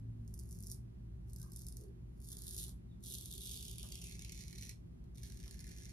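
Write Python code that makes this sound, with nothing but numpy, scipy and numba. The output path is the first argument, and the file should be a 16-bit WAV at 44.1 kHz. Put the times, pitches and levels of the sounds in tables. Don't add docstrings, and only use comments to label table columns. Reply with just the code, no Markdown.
import sys
import numpy as np
from scipy import signal
from scipy.fft import rfft, irfft
from scipy.io import wavfile
from scipy.ndimage import uniform_filter1d
from numba import njit

SR = 44100
rng = np.random.default_rng(int(sys.argv[2]) if len(sys.argv) > 2 else 0)


def generate_wav(sig):
    pcm = np.round(np.clip(np.atleast_2d(sig).T, -1, 1) * 32767).astype(np.int16)
    wavfile.write(sys.argv[1], SR, pcm)


N = 261072
TIME = np.arange(N) / SR
FREQ = np.fft.rfftfreq(N, 1 / SR)


# touch in seconds, start of the lift in seconds,
# time to settle on the skin in seconds, level at the start in dB, level at the end in dB.
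STROKES = [(0.16, 0.728, 0.19, -68.5, -71), (1.247, 1.84, 0.041, -71, -70),
           (2.043, 2.686, 0.21, -67.5, -56.5), (3.002, 4.711, 0.035, -54.5, -62.5),
           (5.127, 5.92, 0.038, -66, -63.5)]
# middle in seconds, length in seconds, change of level in dB.
PUSHES = [(0.557, 0.066, 7), (0.714, 0.12, 17), (1.393, 0.039, 6), (1.48, 0.056, 2), (1.6, 0.13, 11),
          (2.313, 0.093, 6.5), (2.482, 0.12, 7.5), (2.595, 0.097, 12), (3.129, 0.091, 7.5),
          (3.519, 0.3, 8.5), (3.768, 0.027, -6), (4.022, 0.2, 3), (4.182, 0.022, -9), (4.404, 0.064, 5),
          (4.631, 0.13, 6.5), (5.256, 0.067, 6.5)]
# time of the snap in seconds, level in dB.
SNAPS = [(0.278, -51.5), (0.3403, -41.5), (.391, -44), (.396, -45.5), (.406, -56), (.490, -53),
         (0.5103, -46), (.519, -50), (.527, -45.5), (0.549, -54), (0.588, -51), (.605, -47), (.615, -55),
         (0.626, -43.5), (0.636, -44.5), (0.6691, -40), (.699, -47), (0.7154, -35.5), (1.298, -54),
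         (1.333, -46), (1.3615, -44), (1.385, -51), (1.399, -49), (1.416, -43), (1.4288, -44.5),
         (1.5194, -45), (1.533, -48.5), (1.5618, -39), (1.571, -46), (1.612, -49), (1.619, -46.5),
         (1.646, -52), (1.6671, -40), (1.6852, -39.5), (1.724, -45.5), (1.7693, -41), (1.811, -53),
         (1.837, -55), (1.883, -67), (2.174, -68), (2.202, -68), (2.217, -53), (2.245, -48.5), (2.258, -60),
         (2.272, -52), (2.318, -41.5), (2.328, -38.5), (2.369, -39.5), (2.384, -47), (2.4204, -39),
         (2.443, -44), (2.468, -37.5), (2.48, -36.5), (2.491, -40), (2.509, -39), (2.546, -38.5),
         (2.565, -36.5), (2.578, -39), (2.63, -35.5), (2.6816, -44.5), (3.0412, -48), (3.049, -44),
         (3.078, -45), (3.122, -39), (3.151, -38.5), (3.1843, -37), (3.2105, -46), (3.258, -36),
         (3.3252, -39), (3.338, -37), (3.435, -39), (3.462, -37), (3.471, -36), (3.512, -38.5),
         (3.627, -37.5), (3.6515, -39), (3.682, -39), (3.713, -37.5), (3.73, -44), (3.757, -45),
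         (3.783, -37), (3.796, -39), (3.808, -45), (3.8301, -37), (3.922, -35), (3.955, -38.5),
         (4.019, -39.5), (4.0416, -38), (4.095, -44.5), (4.111, -43.5), (4.153, -46.5), (4.193, -41),
         (4.213, -50), (4.2477, -39), (4.295, -43.5), (4.3208, -40), (4.376, -46), (4.4069, -46),
         (4.481, -46), (4.528, -44), (4.556, -50), (4.6108, -43), (4.624, -42), (4.693, -38), (5.041, -63),
         (5.155, -56), (5.174, -53), (5.182, -48), (5.232, -44), (5.3, -49), (5.344, -52.5), (5.372, -47.5),
         (5.401, -48), (5.4293, -50.5), (5.438, -46.5), (5.459, -49.5), (5.479, -45), (5.51, -42.5),
         (5.543, -48), (5.592, -45.5), (5.604, -46), (5.642, -45.5), (5.668, -48), (5.693, -49.5),
         (5.713, -48.5), (5.764, -49.5), (5.784, -48), (5.821, -49.5), (5.848, -50.5), (5.855, -46.5),
         (5.89, -56)]
# frequency in Hz, relative level in dB.
BLADE = [(900, -23.5), (1600, -7.5), (2300, -4), (2950, -9.5), (3500, -6), (3950, -8), (4450, -6.5),
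         (5100, -5.5), (5900, -3.5), (7000, 1), (8800, 5), (10500, 6), (12200, -1.5), (14000, -0.5),
         (15500, -7.5)]
# time in seconds, lowest resonance in Hz,
# strength of that resonance in dB.
CHEEK = [(.3, 5380, -8.5), (1.3, 5310, -6), (2.25, 4450, -9.5), (2.6, 3830, -7.5), (3.1, 3750, -5),
         (3.55, 3480, 3), (3.8, 3260, 2.5), (4.0, 3080, 5), (4.12, 2460, -2.5), (4.7, 2300, -8),
         (5.17, 2300, -20), (5.3, 2070, -9), (5.9, 1980, -2)]
# frequency in Hz, width in Hz, relative level in dB.
UPPER = [(4250, 310, 3), (5300, 520, -2.5), (5870, 510, 3)]
# start in seconds, end in seconds, frequency in Hz,
# width in Hz, level in dB.
RUBS = [(1.78, 1.924, 394.6, 75, -64), (1.794, 1.888, 650, 200, -86.5), (1.952, 2.024, 365, 60, -65.5),
        (2.302, 2.673, 1660, 1210, -84.5), (2.525, 2.626, 352, 90, -67), (1.428, 1.475, 1090, 200, -77),
        (3.88, 4.04, 600, 500, -82)]
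# start in seconds, end in seconds, first pitch in Hz, last pitch in Hz, level in dB.
SQUEAKS = [(1.374, 1.461, 1510, 1602, -82.5), (1.426, 1.51, 1200, 1180, -79),
           (1.473, 1.52, 1630, 1520, -85.5), (2.882, 2.95, 3700, 3700, -84)]
# time in seconds, frequency in Hz, width in Hz,
# decay in seconds, level in dB.
KNOCKS = [(2.68, 600, 1100, 0.025, -69), (3.837, 720, 1090, 0.021, -66), (5.461, 700, 1000, 0.031, -72)]
# frequency in Hz, lead of the left in ms, left minus right in dB,
# scattered sound in dB.
PORTS = [(450, 0.043, -10.5, -4.5), (1000, 0.047, -0.5, 9), (2440, 0.18, -2.5, 5.5),
         (3500, 0.0014, -2.5, 9.5), (4550, 0.2, -9.5, 2.5), (5830, 0.2, -4.5, 2.5),
         (8250, 0.1848, -3, -1.5), (11300, 0.17, 0.5, 5.5), (12600, 0.175, 2.5, 4.5),
         (13100, 0.162, -1.5, -11.5)]
# frequency in Hz, level in dB.
HUM = [(46.7, -61.5), (55.9, -57), (65.2, -59), (111.8, -64.5), (167.7, -66), (223.6, -86), (335.4, -79.5),
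       (383, -80.5), (466, -100.5)]
# time in seconds, change of level in dB.
HUM_SWELL = [(0, 3), (1.2, 3.5), (2.2, 2.5), (2.9, 1.5), (3.25, -3.5), (3.6, 3), (4.3, 4), (4.8, -0.5),
             (5.3, 2.5), (5.9, 2.5)]
# start in seconds, end in seconds, first pitch in Hz, last pitch in Hz,
# level in dB.
DRONE = [(-1.37, 0.37, 124.5, 110, -49), (.33, 0.803, 118, 93, -53.5), (0.706, 1.21, 119, 113, -55.5),
         (1.12, 1.6, 121, 116, -59.5), (-0.054, 0.375, 280, 210, -61.5), (.4, 0.734, 150, 231, -62.5),
         (.12, .45, 120, 200, -63), (0.313, 0.67, 160, 180, -66), (0.78, 1.5, 220, 150, -64.5)]
# frequency in Hz, level in dB per Hz.
AIR = [(20, -92), (30, -82), (38, -77.5), (75, -75), (95, -74), (112, -73.5), (140, -77), (200, -77.5),
       (255, -84.5), (290, -88.5), (385, -88.5), (440, -99), (1000, -109), (4000, -121), (8000, -126),
       (11000, -121.5), (15000, -134)]
# frequency in Hz, correlation from -1 to 1.
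AIR_LIKENESS = [(60, 0.72), (130, 0.96), (220, 0.48), (400, -0.75), (1000, -0.5)]
# frequency in Hz, left minus right in dB.
AIR_BALANCE = [(200, 0), (380, -5.5), (1000, -0.5), (4400, -2), (11000, 0)]

TOUCH_DB, LIFT_DB_PER_S = -31.5, 447
SNAG_DB, SNAG_S = -4.5, 0.0076
FIRM_HZ, SOFT_HZ = 3530, 2420
CHEEK_DAMPING = .2
FIRM_SPLINTER, SLACK_SPLINTER = .45, .75
SPLINTER_S = .0015
MAINS_HZ, MAINS_DB, MAINS_OCTAVE_DB = 120, -61, -16.5
RUMBLE_DB, GUST_DB, GUST_S = -3, 3, 0.42
TOP_HZ = 15600


def razor(level_db):
    held_db = level_db + snag()
    clicks = ring(stubble(held_db) + snaps(held_db), BLADE)
    return cheek(clicks)


def cheek(clicks, order=4, edge_damping=1.0, skirt=0.79, wander=0.05, wander_hz=45, leak_db=-18,
          firm_upper_db=-14, soft_upper_db=3.0):
    edge_hz, peak_db = curve(CHEEK, axis=1), curve(CHEEK, axis=2)
    upper_db = np.interp(edge_hz, [SOFT_HZ, FIRM_HZ], [soft_upper_db, firm_upper_db])
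    radiated = clicks
    for _ in range(order):
        _, radiated = svf(radiated, skirt * edge_hz, edge_damping)
    moving_hz = edge_hz * np.exp(wander * walk(wander_hz))
    lowest, _ = svf(radiated, moving_hz, CHEEK_DAMPING)
    upper = np.zeros(N)
    for hz, width, db in UPPER:
        band, _ = svf(radiated, np.full(N, float(hz)), width / hz)
        upper += undb(db) * band
    sound = radiated + undb(peak_db) * lowest + undb(upper_db) * upper + undb(leak_db) * clicks
    return dull(sound, edge_hz, peak_db)


def dull(sound, edge_hz, peak_db, split_hz=7600, firm_bright_db=-0.9, soft_bright_db=-8.0, dulling=0.27):
    bright_db = np.interp(edge_hz, [SOFT_HZ, FIRM_HZ], [soft_bright_db, firm_bright_db]) - dulling * peak_db
    body = irfft(rfft(sound) / (1 + (FREQ / split_hz) ** 10), N)
    treble = sound - body
    return body * undb(-bright_db / 2) + treble * undb(bright_db / 2)


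def pressure():
    strokes = []
    for start, end, settle, first_db, last_db in STROKES:
        ramp = np.interp(TIME, [start, end], [first_db, last_db])
        landing = np.minimum((TIME - start) / settle - 1, 0) * -TOUCH_DB
        lifting = np.maximum(TIME - end, 0) * LIFT_DB_PER_S
        strokes.append(ramp + landing - lifting)
    pushes = sum(db * np.exp(-(2 * (TIME - s) / length) ** 2) for s, length, db in PUSHES)
    return np.max(strokes, axis=0) + pushes


def stubble(level_db, rate=2100, rate_db=-55, crowding=0.45, spread_db=10.0, catch_db=4.0, catch_hz=200,
            lather_db=-11):
    density = np.clip(rate / SR * undb(crowding * (level_db - rate_db)), .015, 1)
    cut = (rng.random(N) < density) / np.sqrt(density)
    size = unit(undb(spread_db * np.clip(rng.standard_normal(N), -2, 2)))
    hairs = cut * size * rng.choice([-1, 1], N)
    lather = undb(lather_db) * rng.standard_normal(N)
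    return catching(catch_hz, catch_db) * (hairs + lather) * undb(level_db)


def catching(rate_hz, depth_db, even_s=0.043):
    jolts = undb(depth_db * np.clip(walk(rate_hz), -2, 2))
    return jolts / np.sqrt(uniform_filter1d(jolts ** 2, int(even_s * SR)))


def snaps(level_db, coarse_db=2.0, contact_s=0.00043):
    out, t = np.zeros(N + SR), TIME[:SR // 100]
    crackle = rng.standard_normal(N + SR) * (rng.random(N + SR) < .3)
    share = np.interp(curve(CHEEK, axis=1), [SOFT_HZ, FIRM_HZ], [SLACK_SPLINTER, FIRM_SPLINTER])
    coarse = [(s, db + coarse_db) for s, db in SNAPS]
    for s, db in coarse + lesser_snaps(level_db):
        start = int(s * SR)
        splinters = unit(crackle[start:start + len(t)] * np.exp(-t / SPLINTER_S))
        burst = splinters * np.sqrt(share[start] / len(t))
        burst[0] = np.sqrt(1 - share[start])
        out[start:start + len(t)] += burst * undb(db) * np.sqrt(contact_s * SR)
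    return out[:N]


def lesser_snaps(level_db, count=560, typical_db=-55.0, at_db=-60, follow=1.0, spread_db=6.0, contact_db=-68,
                 fade=0.17):
    chance = rng.random((count, 2))
    at = ((np.arange(count) + chance[:, 0]) / count * N).astype(int)
    light = fade * np.minimum(level_db[at] - contact_db, 0)
    db = typical_db + follow * (level_db[at] - at_db) + light
    return list(zip(TIME[at], db + spread_db * (2 * chance[:, 1] - 1)))


def snag():
    gives = np.zeros(N)
    gives[[int(s * SR) for s, _ in SNAPS]] = 1
    held = signal.lfilter([1], [1, -np.exp(-1 / (SNAG_S * SR))], gives[::-1])[::-1]
    return SNAG_DB * held


def drag(level_db, hz=378, width_hz=80, drag_db=-75, at_db=-60, follow=0.41):
    return friction(hz, width_hz) * undb(drag_db + follow * (level_db - at_db))


def rubs(fade_s=0.013):
    return sum(friction(hz, width) * gate(start, end, fade_s) * undb(db) for start, end, hz, width, db in RUBS)


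def squeaks(fade_s=0.019, jitter=.032, jitter_hz=55, flutter_db=3.0):
    out = np.zeros(N)
    for start, end, first_hz, last_hz, db in SQUEAKS:
        hz = np.interp(TIME, [start, end], [first_hz, last_hz]) * (1 + jitter * walk(jitter_hz))
        tone = np.sin(2 * np.pi * np.cumsum(hz) / SR)
        fluttering = unit(tone * undb(flutter_db * walk(jitter_hz)))
        out += fluttering * gate(start, end, fade_s) * undb(db)
    return out


def knocks(attack_s=0.00049):
    out = np.zeros(N)
    for s, hz, width, decay, db in KNOCKS:
        attack = np.clip((TIME - s) / attack_s, 0, 1)
        out += friction(hz, width) * attack * np.exp(-np.abs(TIME - s) / decay) * undb(db)
    return out


def room(x, bounce_s=.00135, bounce_db=-18, drift_hz=0.547):
    delay = np.exp(-2j * np.pi * FREQ * shape(PORTS) / 1000)
    direct = 1 + undb(bounce_db) * np.exp(-2j * np.pi * FREQ * bounce_s)
    drift = 2 * np.pi * drift_hz * TIME
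    out = []
    for arrival, side in ((1, .5), (delay, -.5)):
        port = undb(side * shape(PORTS, axis=2))
        reflected = sum(travel(x * share, port * scatter()) for share in (np.cos(drift), np.sin(drift)))
        out.append(travel(x, port * arrival * direct) + reflected)
    return np.array(out)


def scatter(t60=0.2, tail_db=-7, near_db=-13, near_s=0.0038, rise_s=0.0006):
    rise = np.clip(TIME / rise_s, 0, 1)
    tail = unit(rng.standard_normal(N) * np.exp(-np.log(1000) * TIME / t60) * rise)
    near = unit(rng.standard_normal(N) * np.exp(-TIME / near_s) * rise)
    return rfft(undb(tail_db) * tail + undb(near_db) * near) / np.sqrt(N) * undb(shape(PORTS, axis=3))


def fan(waver=0.2, waver_hz=2.37, swell_db=1.5, hum_db=-1.5):
    out = np.zeros(N)
    for hz, db in HUM:
        phase = 2 * np.pi * (hz * TIME + rng.random()) + waver * walk(waver_hz)
        out += np.sqrt(2) * np.sin(phase) * undb(db + swell_db * walk(waver_hz))
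    return out * undb(hum_db + curve(HUM_SWELL))


def mains(waver=0.5, waver_hz=1.0, swell_db=1.5):
    phase = 2 * np.pi * MAINS_HZ * TIME + waver * walk(waver_hz)
    tone = np.sqrt(2) * (np.sin(phase) + undb(MAINS_OCTAVE_DB) * np.sin(2 * phase))
    return tone * undb(MAINS_DB + swell_db * walk(waver_hz))


def drone(fade_s=0.13):
    out = np.zeros(N)
    for start, end, first_hz, last_hz, db in DRONE:
        hz = np.interp(TIME, [start, end], [first_hz, last_hz])
        phase = 2 * np.pi * (np.cumsum(hz) / SR + rng.random())
        out += np.sqrt(2) * np.sin(phase) * undb(db) * gate(start, end, fade_s)
    return out


def air(swell_db=0.48):
    likeness = np.clip(shape(AIR_LIKENESS), -1, 1)
    mid, side = rfft(rng.standard_normal((2, N)))
    sides = np.array([[1], [-1]])
    pair = mid * np.sqrt((1 + likeness) / 2) + sides * side * np.sqrt((1 - likeness) / 2)
    pair = pair * undb(shape(AIR) + sides * shape(AIR_BALANCE) / 2) * np.sqrt(SR / 2)
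    bass = 1 / (1 + (FREQ / 500) ** 4)
    swell = undb(swell_db * walk(0.91) + RUMBLE_DB + GUST_DB * np.exp(-TIME / GUST_S))
    return irfft(pair * bass, N) * swell + irfft(pair * (1 - bass), N)


def friction(hz, width_hz):
    return unit(irfft(rfft(rng.standard_normal(N)) / (1 + (2 * (FREQ - hz) / width_hz) ** 2), N))


def ring(x, rows):
    cepstrum = irfft(np.log(unit(undb(shape(rows)))), N)
    cepstrum[1:N // 2] *= 2
    cepstrum[N // 2 + 1:] = 0
    return irfft(rfft(x) * np.exp(rfft(cepstrum)), N)


@njit
def svf(x, hz, damping):
    band, high, b, l = np.empty(len(x)), np.empty(len(x)), 0., 0.
    for i in range(len(x)):
        g = np.tan(np.pi * hz[i] / SR)
        v = (b + g * (x[i] - l)) / (1 + g * (g + damping))
        low = l + g * v
        band[i], high[i] = damping * v, x[i] - damping * v - low
        b, l = 2 * v - b, 2 * low - l
    return band, high


def travel(x, response):
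    return signal.fftconvolve(x, irfft(response, N)[:SR // 2])[:N]


def gate(start, end, fade_s):
    return np.clip(np.minimum(TIME - start, end - TIME) / fade_s, 0, 1)


def walk(rate):
    return unit(irfft(rfft(rng.standard_normal(N)) / (1 + (FREQ / rate) ** 4), N))


def curve(rows, axis=1):
    rows = np.asarray(rows)
    return np.interp(TIME, rows[:, 0], rows[:, axis])


def shape(rows, axis=1):
    rows = np.asarray(rows)
    return np.interp(np.log(FREQ + 1), np.log(rows[:, 0]), rows[:, axis])


def undb(db):
    return 10 ** (np.asarray(db) / 20)


def unit(x):
    return x / np.sqrt(np.mean(x ** 2) + 1e-30)


def scene(razor_db=-4.5):
    level_db = pressure()
    rasp = undb(razor_db) * razor(level_db)
    shaving = rasp + drag(level_db) + rubs() + squeaks() + knocks()
    background = fan() + mains() + drone() + air()
    return room(shaving) + background


def record(dry):
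    return signal.sosfilt(signal.ellip(8, .2, 70, TOP_HZ, fs=SR, output="sos"), dry)


dry = scene()
out = record(dry)
generate_wav(out)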